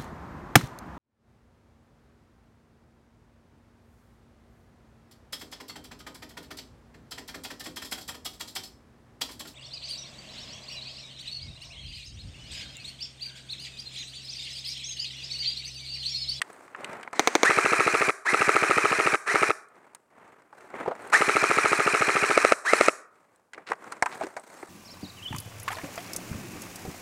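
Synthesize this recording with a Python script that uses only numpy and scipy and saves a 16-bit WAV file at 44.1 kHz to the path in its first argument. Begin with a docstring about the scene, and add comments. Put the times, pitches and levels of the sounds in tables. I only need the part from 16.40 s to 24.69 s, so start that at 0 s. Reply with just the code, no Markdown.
"""An electric airsoft rifle, heard close up in a pine forest. Kit knocks and cloth rustles, then a
neighbour's rifle opens with four sharp pops. Ours answers with five full-auto bursts: in each the motor
spins up, the gears whine and grind, and the spring slams the piston home, shot after shot, while the
trunks scatter the sound. The magazine runs out, so the last six shots land hollow. To finish, the rifle
is handled: knocks, metal ticks, strap scrapes and rustling over a faint hush of air."""
import sys
import numpy as np
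from scipy import signal
from scipy.fft import rfft, irfft
from scipy.io import wavfile
from scipy.ndimage import uniform_filter1d

SR = 44100
rng = np.random.default_rng(int(sys.argv[2]) if len(sys.argv) > 2 else 0)


def wrap_up_sound(samples):
    """Save the sound to the file named by the first command line argument, as 16-bit audio."""
    columns = np.atleast_2d(samples).T
    # keep every value between -1 and 1, then stretch to whole-number steps
    tamed = np.clip(columns, -1, 1)
    steps = np.round(tamed * 32767).astype(np.int16)
    wavfile.write(sys.argv[1], SR, steps)


N = 365588
TIME = np.arange(N) / SR

# trigger pulls: on_s, off_s, first_slam_s, cycle_s, spin_up_lag_s, spin_up_stretch_factor,
# start_jolt_db, start_whine_db, hiss_db
BURSTS = [(1.033, 1.702, 1.1089, .07243, .0068, 1.24, 2.5, 0, -1),
          (1.849, 2.757, 1.9447, .07251, .0031, .94, -3.5, 2.5, -1.5),
          (2.86, 3.089, 2.9571, .0726, .003, 1.05, -1.5, -1, -2),
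          (4.721, 6.135, 4.8208, .07267, .0015, 1., 8, .5, 0),
          (6.244, 6.484, 6.3428, .0723, .0053, 1.12, -5, 3.5, 2)]
# the motor gaining speed: after_trigger_s, mesh_hz, whine_db, grind_and_hiss_db
SPIN_UP = [(0, 691, -56, -17.5), (.008, 1009, -30.5, -5.5), (.018, 1373, -26, 4.5), (.028, 1696, -19, -1.5),
           (.04, 1930, -19.5, -0.5), (.06, 2150, -33, 0.5), (.078, 2112, -29, -2), (.1, 2418, -30, -1.5)]
# the spring's load on the gears through one stroke: before_slam_s, grind_db, hiss_db, whine_db, speed_factor
SPRING_LOAD = [(0, 2, -4.5, -17, 1.), (.011, -3.5, -7, -10, .95), (.016, -2.5, -5, -1, .96),
               (.021, -1, 2, 6, .99), (.028, -2, -1, -2, 1.02), (.036, -2, -1, -7, 1.04),
               (.046, -1, 1, -7, 1.), (.056, -2.5, -2, -8, .85), (.073, -2, -4, -12.5, 1.)]
# resonances of the gearbox shell: pitch_hz, width_hz, level_db
SHELL_MODES = [(402, 60, -40.5), (1262, 170, -35.5)]
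# colours of the running gears: frequency_hz, level_db
GRIND_EQ = [(40, -31.5), (150, -36), (300, -16.5), (400, -10), (540, -10.5), (640, 0), (950, -1),
            (1280, 6.5), (1480, 7), (1700, 7.5), (2500, 2.5), (2950, -15), (3600, -29.5), (9000, -53.5)]
HISS_EQ = [(1500, -23.5), (3000, 0.5), (3500, -6), (4100, 5.5), (4700, -3), (5500, 3), (6400, 0.5),
           (8700, 0.5), (10500, -7), (11700, -16.5), (13800, -21), (15300, -51)]

# the piston lands and bounces twice: after_landing_s, gain_factor
PISTON_CONTACTS = [(0, 0.64), (.0015, 0.39), (.0023, .29)]
# rack teeth slipping off before the slam, and a bounce after it: from_slam_s, level_db
RACK_RATTLE = [(-.0091, -9), (-.0078, -4), (-.0065, -4), (-.0052, 0.5), (.0086, -2)]
# colours of a loaded slam, an empty slam, a rack tooth and the spring's thump: frequency_hz, level_db
LOADED_SLAM_EQ = [(80, -21.5), (200, -12.5), (310, 27), (430, 22.5), (640, 16), (950, 15.5), (1300, 25),
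                  (1600, 6.5), (2350, 15.5), (2900, -16), (4100, -0.5), (4700, -14.5), (9000, -5.5),
                  (15000, -40.5)]
EMPTY_SLAM_EQ = [(80, -7.5), (190, 11), (270, 31), (470, 26.5), (640, 29.5), (850, 11.5), (1300, 25.5),
                 (1550, 13), (2250, 20), (3400, -2.5), (4100, 6), (4700, -0.5), (9000, -3), (15000, -47.5)]
TOOTH_EQ = [(100, -11), (400, 11.5), (900, 8), (1400, 8), (1900, 12), (2600, 12.5), (3300, -5), (5500, -10),
            (9500, -21), (15000, -40)]
RECOIL_EQ = [(25, -1), (60, -0.5), (130, 12), (280, 13), (450, 15.5), (800, 4), (2000, -28.5), (8000, -57)]

# the neighbour's shots: start_s, level_db
NEIGHBOUR_SHOTS = [(.7948, 1.5), (0.8743, 1.5), (.9531, 1), (1.0323, 1)]
# the neighbour's motor: time_s, whine_hz, level_db
NEIGHBOUR_MOTOR = [(.725, 2100, -65), (.76, 2120, -38.5), (.79, 1900, -44.5), (.81, 2250, -38.5),
                   (.92, 2330, -39), (1.03, 2300, -38.5), (1.05, 1900, -78.5)]
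# colours of the neighbour's muzzle pop, its body and the gears: frequency_hz, level_db
POP_EQ = [(60, -4.5), (180, 18), (330, 30.5), (900, 18.5), (1600, 15), (2200, 17.5), (2900, 11), (3400, 14),
          (4600, 9), (6100, 13.5), (9000, 2), (12000, -32.5), (16000, -21)]
POP_BODY_EQ = [(60, -9), (200, 5), (380, 21.5), (1000, 14), (1500, 11), (2300, 14.5), (2900, -0.5),
               (6000, 0), (14000, -23)]
FAR_GEARS_EQ = [(60, -32.5), (250, 0.5), (500, 0), (2200, 2.5), (3000, -11), (4000, -14.5), (8000, -13),
                (12000, -35), (16000, -40)]

# rifle and kit bumping: start_s, level_db, ring_hz, clack_db, treble_db, t60_s
KNOCKS = [(.015, -7, 1850, -18, -21, .022), (.346, -21, 1190, -26, -46, .031),
          (.443, -19.5, 2080, 0, -14.5, .023), (.628, -29, 1600, 2, -17, .05),
          (.674, -23.5, 826, 3.5, -39, .028), (.728, -18, 810, -2, -24, .054),
          (3.546, -34.5, 1240, -28, -8.5, .042), (4.126, -33, 864, -18, -32, .043),
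          (4.339, -22.5, 460, -2, -44, .034), (4.4, -22, 441, 1, -34, .067),
          (4.458, -17, 600, -37, -41, .08), (4.475, -11, 457, -35, -50, .098),
          (4.51, -15.5, 678, -39, -50, .077), (7.132, -29.5, 1860, 1.5, -13, .03),
          (7.176, -31.5, 398, 1, -34, .094), (7.305, -20, 500, -7, -33, .089),
          (7.316, -9, 1050, -6, -30, .033), (7.33, -16.5, 985, -4, -29, .028),
          (7.519, -23.5, 1190, -20, -15.5, .072), (7.622, -6, 720, -.5, -19, .051),
          (7.657, -11.5, 1100, -9, -22, .058), (7.808, -13.5, 700, -16, -36, .068),
          (7.833, -16.5, 370, -7, -25, .06), (7.866, -23.5, 400, -10, -21, .05),
          (7.964, -24, 705, 0, -20, .12), (8.226, -24.5, 416, -4, -35, .059)]
# colours of a knock's plastic clack and bright tick: frequency_hz, level_db
CLACK_EQ = [(300, -36.5), (900, 3.5), (1300, 5.5), (2300, 4.5), (3000, -35), (6000, -26.5), (12000, -52)]
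KNOCK_TREBLE_EQ = [(300, -44), (1500, -29.5), (3000, -14), (4300, 4.5), (6000, 2.5), (8200, 4.5),
                   (10000, -4.5), (16000, -31)]
# small metal parts snapping into place: start_s, level_db
METAL_TICKS = [(.018, -19), (.13, -42), (.445, -36), (.63, -42), (3.286, -51), (3.549, -29), (4.621, -41),
               (4.674, -39), (4.701, -38), (6.96, -50), (7.522, -31.5), (7.997, -38)]
# their undamped ring: pitch_hz, level_db, t60_s
METAL_MODES = [(4250, 0, 0.02), (5001, -14, 0.03), (5680, -12, 0.026), (6600, 0, 0.02), (8100, 13, 0.018),
               (9400, 7, 0.018)]
# a strap dragged over stiff fabric: start_s, length_s, level_db
SCRAPES = [(7.138, .02, -48), (7.266, .045, -42), (7.708, .04, -44.5), (7.82, .03, -43)]
# colour of one slip of the strap: frequency_hz, level_db
SLIP_EQ = [(500, -22), (1200, -6), (1900, 1), (2600, -2), (3200, -11), (4000, -9), (6000, -16), (9000, -26),
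           (15000, -48)]
# the shooter's movements, each a swell of rubbing cloth: peak_s, rise_s, fall_s, body_db, fizz_db
MOVES = [(.2, .3, .15, -53, -69), (.47, .11, .17, -41.5, -66), (3.4, .1, .17, -57, -80),
         (3.8, .08, .25, -55, -78.5), (4.22, .08, .09, -52, -70), (4.41, .08, .07, -38, -64.5),
         (4.66, .13, .1, -44, -65), (6.78, .1, .25, -64.5, -81), (7.17, .03, .07, -53, -80),
         (7.31, .03, .03, -43, -64), (7.48, .11, .12, -47, -66), (7.75, .08, .17, -43.5, -58.5),
         (8.16, .15, .2, -51, -61)]
# colours of the cloth's soft body and its fizz: frequency_hz, level_db
CLOTH_EQ = [(25, -32), (60, -19), (120, -8), (230, -1.5), (400, 2.5), (750, 1.5), (1300, 0), (2100, -5.5),
            (3000, -18), (4500, -30), (9000, -60)]
FIZZ_EQ = [(2000, -19), (3300, -2), (4100, 3), (5000, 0), (8500, 5.5), (10500, -4), (12000, -7),
           (15000, -9), (16000, -20)]

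# decay of the forest's echo: frequency_hz, t60_s
FOREST_DECAY = [(100, .42), (400, .45), (1400, .58), (3000, .5), (7000, .5), (14000, .4)]
# colours of that echo and of the still air: frequency_hz, level_db
FOREST_EQ = [(80, -33), (400, -13), (1400, -12.5), (2600, -22), (5000, -11.5), (9000, -6.5), (15000, -5.5)]
AIR_EQ = [(30, -14), (120, 0), (500, 2), (1200, -3), (2500, -17), (4000, -21), (9000, -19), (15000, -27)]


def gearbox(grind_db=-25.5, hiss_db=-35, overtone_db=-23, jolt_s=.049, brake_s=.0035):
    """The motor spins up; the gears whine, grind and hiss, surging as each stroke draws the spring."""
    slams = np.sort([s for s, _, _ in strokes()])
    until_slam = slams[np.minimum(np.searchsorted(slams, TIME), len(slams) - 1)] - TIME
    load_db, rasp_db, sing_db, speed = follow(SPRING_LOAD, until_slam)
    shell = sum(amp(db) * unit(ring(rng.standard_normal(N), hz, width)) for hz, width, db in SHELL_MODES)
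    shell = signal.lfilter(*signal.butter(2, 2500, fs=SR), shell)
    grain = amp(1.4 * waver(size=60))
    grinding = amp(grind_db + load_db) * noise(GRIND_EQ) * grain + shell
    hiss = amp(hiss_db + rasp_db) * shimmer(noise(HISS_EQ), db=2.1) * grain
    wobble, flutter = 1 + .011 * waver(size=100), amp(1.8 * waver(size=90))  # the teeth mesh unevenly
    speed = speed * (1 + .012 * waver(size=1500))  # no two strokes sing quite alike
    sing_db = sing_db + 2.2 * waver(size=1500)
    out = np.zeros(N)
    for on, off, *_, stretch, jolt_db, start_whine_db, bright_db in BURSTS:
        at = (TIME >= on) & (TIME < off + .02)
        age = (TIME[at] - on) / stretch
        hz, tone_db, run_db = follow(SPIN_UP, age)
        settled = np.clip((age - .07) / .033, 0, 1)  # at full speed the spring's load bends the pitch
        phase = 2 * np.pi * np.cumsum(hz * wobble[at] * speed[at] ** settled) / SR
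        overtones = sum(np.sin(k * phase) / (k - 1) for k in range(2, 5))
        tone = (np.sin(phase) + amp(overtone_db) * overtones) * flutter[at]
        whine = amp(tone_db + settled * sing_db[at] + (1 - settled) * start_whine_db) * tone
        grit = amp(run_db) * (grinding[at] + amp(bright_db) * hiss[at])
        jolt = amp(jolt_db * np.exp(-(age / jolt_s) ** 4))
        brake = np.exp(-np.maximum(TIME[at] - off, 0) / brake_s)
        out[at] += (whine + grit) * jolt * brake
    return out


def piston(loaded_db=2.5, spread_db=1.1, rattle_db=-3, ring_db=-16.5):
    """The spring lets go with a thump, the rack rattles, the piston strikes and the shell rings on."""
    loaded, hollow = amp(loaded_db) * slam(LOADED_SLAM_EQ), slam(EMPTY_SLAM_EQ)
    tooth, thump, out = impact(TOOTH_EQ), impact(RECOIL_EQ), np.zeros(N)
    for s, stroke_db, empty in strokes():
        seal_db = spread_db * rng.standard_normal() * (not empty)  # each pellet seals differently
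        strike = chatter(hollow if empty else loaded, db=-20, t60=.03)
        add(out, s - .00033, amp(stroke_db + seal_db) * strike)
        lead_s, thump_db = (.00514, -2) if empty else (.01363, -.3)
        add(out, s - lead_s, amp(thump_db) * chatter(thump, db=-10.5, t60=.018))
        for delay, tooth_db in RACK_RATTLE:
            duck_db = -8 if empty and delay < 0 else 0
            gain = amp(rattle_db + tooth_db + duck_db + rng.standard_normal())
            click_s = s + delay + .0002 * rng.standard_normal()
            add(out, click_s, gain * chatter(tooth, db=-4.5, t60=.007))
    return out + amp(ring_db) * ring(out, *SHELL_MODES[0][:2])


def slam(eq):
    """One landing of the piston: the same hit at each contact, a millisecond or so apart."""
    hit, out = impact(eq), np.zeros(4096)
    for delay, gain in PISTON_CONTACTS:
        add(out, delay, gain * hit)
    return out


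def strokes(empty_s=5.94, early_s=.0082, empty_db=3.2, loaded_db=-.5, fade_db_per_s=2, settle=.22):
    """The firing rhythm, steady once the motor has gained speed. Rows: slam_s, level_db, is_empty."""
    rows = []
    for _, off, first, cycle, lag, *_ in BURSTS:
        shot = np.arange(round((off - first) / cycle) + 1)
        s = first + shot * cycle + lag * (1 - settle ** shot)
        empty = s > empty_s  # no pellet, no air cushion: the piston lands sooner and harder
        level_db = np.where(empty, empty_db, loaded_db - fade_db_per_s * (s - first))
        rows += zip(s - early_s * empty, level_db, empty)
    return rows


def neighbour_rifle(pop_db=-4.5, whine_db=-8, body_db=-5):
    """A second rifle: a faint motor, and muzzle pops made of a push and then a suck of air."""
    hz, motor_db = follow(NEIGHBOUR_MOTOR, TIME)
    phase = 2 * np.pi * np.cumsum(hz) / SR
    first_draw = np.exp(-np.maximum(TIME - NEIGHBOUR_SHOTS[0][0], 0) / .01)  # only this stroke sings
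    whine = amp(whine_db) * first_draw * (np.sin(phase) + .5 * np.sin(2 * phase))
    running = (TIME > NEIGHBOUR_MOTOR[0][0]) & (TIME < NEIGHBOUR_MOTOR[-1][0])
    out = amp(motor_db) * (noise(FAR_GEARS_EQ) + whine) * running
    pop = comb(impact(POP_EQ), delay_s=.000385, gain=-.77)
    for s, db in NEIGHBOUR_SHOTS:
        add(out, s, amp(db + pop_db) * chatter(pop, db=-18, t60=.018))
        add(out, s + .000976, amp(db + body_db) * chatter(impact(POP_BODY_EQ), db=4.5, t60=.036))
    return out


def handling_knocks():
    """Rifle and kit bump as they are handled."""
    out = np.zeros(N)
    for s, *voicing in KNOCKS:
        add(out, s + .002, knock(*voicing))
    return out


def knock(db, hz, clack_db, treble_db, t60, q=1.6, size=6000):
    """A noisy bump in one broad resonance, topped by a shorter plastic clack and a bright tick."""
    t = np.arange(size) / SR
    eq = [(hz / 8, -34), (hz / 1.7, -8), (hz, 0),
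          (hz * 2, -8), (hz * 2 + 2000, -32), (hz * 2 + 12000, -60)]
    body = noise(eq, size)
    body = unit(body + ring(body, hz, hz / q)) * amp(-9 - 60 * t / t60)
    clack = amp(clack_db - 7.5) * noise(CLACK_EQ, size)
    tick = amp(treble_db + 1) * noise(KNOCK_TREBLE_EQ, size)
    attack = 1 - np.exp(-t / .0003)
    return amp(db) * (body + (clack + tick) * amp(-60 * t / (.49 * t60))) * attack


def metal_ticks(damp_s=.0073):
    """Small metal parts snap into place; the hand chokes their ring at once."""
    t, out = np.arange(4096) / SR, np.zeros(N)
    tick = sum(amp(db - 60 * t / t60) * np.sin(2 * np.pi * hz * t) for hz, db, t60 in METAL_MODES)
    tick *= np.exp(-t / damp_s)
    for s, db in METAL_TICKS:
        add(out, s, amp(db) * chatter(tick / abs(tick).max(), db=-5, t60=.011))
    return out


def strap_scrapes(slips_per_s=1500):
    """The strap catches and slips in a quick run of tiny clicks."""
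    click, out = impact(SLIP_EQ), np.zeros(N)
    for s, length, db in SCRAPES:
        size = round(length * SR)
        slips = rng.standard_normal(size) * (rng.random(size) < slips_per_s / SR)
        swell = np.sin(np.linspace(0, np.pi, size)).clip(0) ** .5
        add(out, s, amp(db) * unit(signal.fftconvolve(slips, click)[:size]) * swell)
    return out


def clothes(fizz_db=2.5, crinkle_db=2.5, folds_db=-14, folds_per_s=350):
    """Fabric rubs as the shooter shifts; folds snap as small separate grains and loose kit ticks."""
    body_gain, fizz_gain = movement()
    crinkle = amp(crinkle_db * waver(size=220))
    snaps = rng.uniform(-1.1, 1, N) * (rng.random(N) < folds_per_s / SR)
    folds = unit(signal.fftconvolve(snaps, impact(CLOTH_EQ))[:N])
    body = body_gain * (noise(CLOTH_EQ) + amp(folds_db) * folds)
    fizz = amp(fizz_db) * fizz_gain * shimmer(noise(FIZZ_EQ), db=2.2)
    return crinkle * (body + fizz) + loose_kit(body_gain)


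def movement():
    """Envelopes for the cloth's body and fizz: each move swells and fades in a bell curve."""
    body, fizz = np.full(N, 1e-12), np.full(N, 1e-12)
    for s, rise, fall, body_db, fizz_db in MOVES:
        bell = np.exp(-np.minimum(((TIME - s) / np.where(TIME < s, rise, fall)) ** 2, 20))
        body += (amp(body_db) * bell) ** 2
        fizz += (amp(fizz_db) * bell) ** 2
    return np.sqrt(body), np.sqrt(fizz)


def loose_kit(cloth_gain, ticks_per_s=10, boost_db=14, spread_db=3, centre_hz=850, spread_octaves=.6):
    """Loose kit ticks at random, its level riding the movement that shakes it."""
    out = np.zeros(N)
    for slot, (when, strength, pitch) in enumerate(rng.uniform(-1, 1, (int(ticks_per_s * N / SR), 3))):
        hz = centre_hz * 2 ** (spread_octaves * pitch)
        tick = knock(boost_db + spread_db * strength, hz, clack_db=-4, treble_db=-19, t60=.045)
        add(out, (slot + abs(when)) / ticks_per_s, tick)
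    return out * cloth_gain


def forest_echo(x, echoes_per_s=2500, build_s=.056, treble_reach_s=.18, treble_hz=2500):
    """Trunks return many small echoes that build up and die away; only the nearest return treble."""
    taps = rng.standard_normal(SR) * (rng.random(SR) < echoes_per_s / SR)
    hz, t, bands = signal.stft(taps, SR, nperseg=256)
    fade = amp(-60 * t / at_hz(FOREST_DECAY, hz)[:, None]) * (1 - np.exp(-t / build_s))
    fade *= np.exp(-(t / treble_reach_s) ** 4 * np.clip(hz / treble_hz - .5, 0, 1)[:, None])
    fade *= amp(at_hz(FOREST_EQ, hz))[:, None] / np.sqrt(np.mean(fade ** 2, 1, keepdims=True))
    tail = signal.istft(bands * fade, SR, nperseg=256)[1] / np.linalg.norm(taps)
    return signal.fftconvolve(x, tail)[:N]


def forest_air(level_db=-71):
    """The bed: a faint, steady hush of still air."""
    return amp(level_db) * noise(AIR_EQ)


def impact(eq, size=4096):
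    """A sharp hit with the given colour, its energy packed at the front (minimum phase)."""
    log_gain = np.log(amp(at_hz(eq, abs(np.fft.fftfreq(size, 1 / SR)))))
    return np.fft.ifft(np.exp(np.conj(signal.hilbert(log_gain)))).real[:size // 2]


def chatter(x, db, t60, size=2048):
    """Loose parts answer a hit with a short random tail."""
    t = np.arange(size) / SR
    tail = rng.standard_normal(size) * amp(-60 * t / t60) * (1 - np.exp(-t / .00063))
    return x + amp(db) * signal.fftconvolve(x, tail / np.linalg.norm(tail))[:len(x)]


def ring(x, hz, width_hz):
    """The sound through one resonance."""
    return signal.lfilter(*signal.iirpeak(hz, hz / width_hz, SR), x)


def comb(x, delay_s, gain):
    """A sound plus one delayed copy."""
    shift = np.exp(-2j * np.pi * np.fft.rfftfreq(len(x), 1 / SR) * delay_s)
    return x + gain * irfft(rfft(x) * shift, len(x))


def noise(eq, size=N):
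    """Noise of rms 1 with the given colour."""
    gain = amp(at_hz(eq, np.fft.rfftfreq(size, 1 / SR)))
    return unit(irfft(rfft(rng.standard_normal(size)) * gain, size))


def shimmer(x, db):
    """Shifts the colour at random from moment to moment; comes out at rms 1."""
    bands = signal.stft(x, nperseg=512)[2]
    patches = uniform_filter1d(rng.standard_normal(bands.shape), size=3, axis=0)
    patches = unit(uniform_filter1d(patches, size=3, axis=1))
    return unit(signal.istft(bands * amp(db * patches), nperseg=512)[1][:N])


def waver(size):
    """Random modulation of rms 1, smoothed over size samples."""
    return unit(uniform_filter1d(uniform_filter1d(rng.standard_normal(N), size), size))


def at_hz(curve, hz):
    """Reads a curve on a log-frequency axis."""
    frequencies, values = np.transpose(curve)
    return np.interp(np.log(hz + 1), np.log(frequencies), values)


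def follow(rows, t):
    """Reads every automation lane of a table at the times t."""
    s, *lanes = np.transpose(rows)
    return [np.interp(t, s, lane) for lane in lanes]


def add(mix, s, sound):
    """Mixes a sound in at time s."""
    part = mix[max(round(s * SR), 0):][:len(sound)]
    part += sound[:len(part)]


def amp(db):
    """Decibels to gain."""
    return 10 ** (np.asarray(db) / 20)


def unit(x):
    """Scales to rms 1."""
    return x / np.sqrt(np.mean(x ** 2) + 1e-20)


def scene(gears_send_db=-.5, piston_send_db=-12, neighbour_send_db=-9.5, foley_send_db=-15):
    """The mono mix: the gears carry into the forest; the slams and small noises mostly stay close."""
    gears, slams, neighbour = gearbox(), piston(), neighbour_rifle()
    foley = handling_knocks() + strap_scrapes() + clothes()
    echo = forest_echo(amp(gears_send_db) * gears + amp(piston_send_db) * slams
                       + amp(neighbour_send_db) * neighbour + amp(foley_send_db) * foley)
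    return (gears + slams + neighbour + foley + metal_ticks() + echo + forest_air())[None]


def record(dry, low_cut_hz=55, high_cut_hz=16300):
    """The microphone sheds deep bass and clips at full scale; a steep filter trims the very top."""
    low_cut = signal.butter(3, low_cut_hz, "high", fs=SR, output="sos")
    high_cut = signal.firwin(511, high_cut_hz, window=("kaiser", 9), fs=SR)
    clipped = np.clip(signal.sosfilt(low_cut, dry), -1, 1)
    return signal.oaconvolve(clipped, high_cut[None], "same")


dry = scene()
out = record(dry)
wrap_up_sound(out)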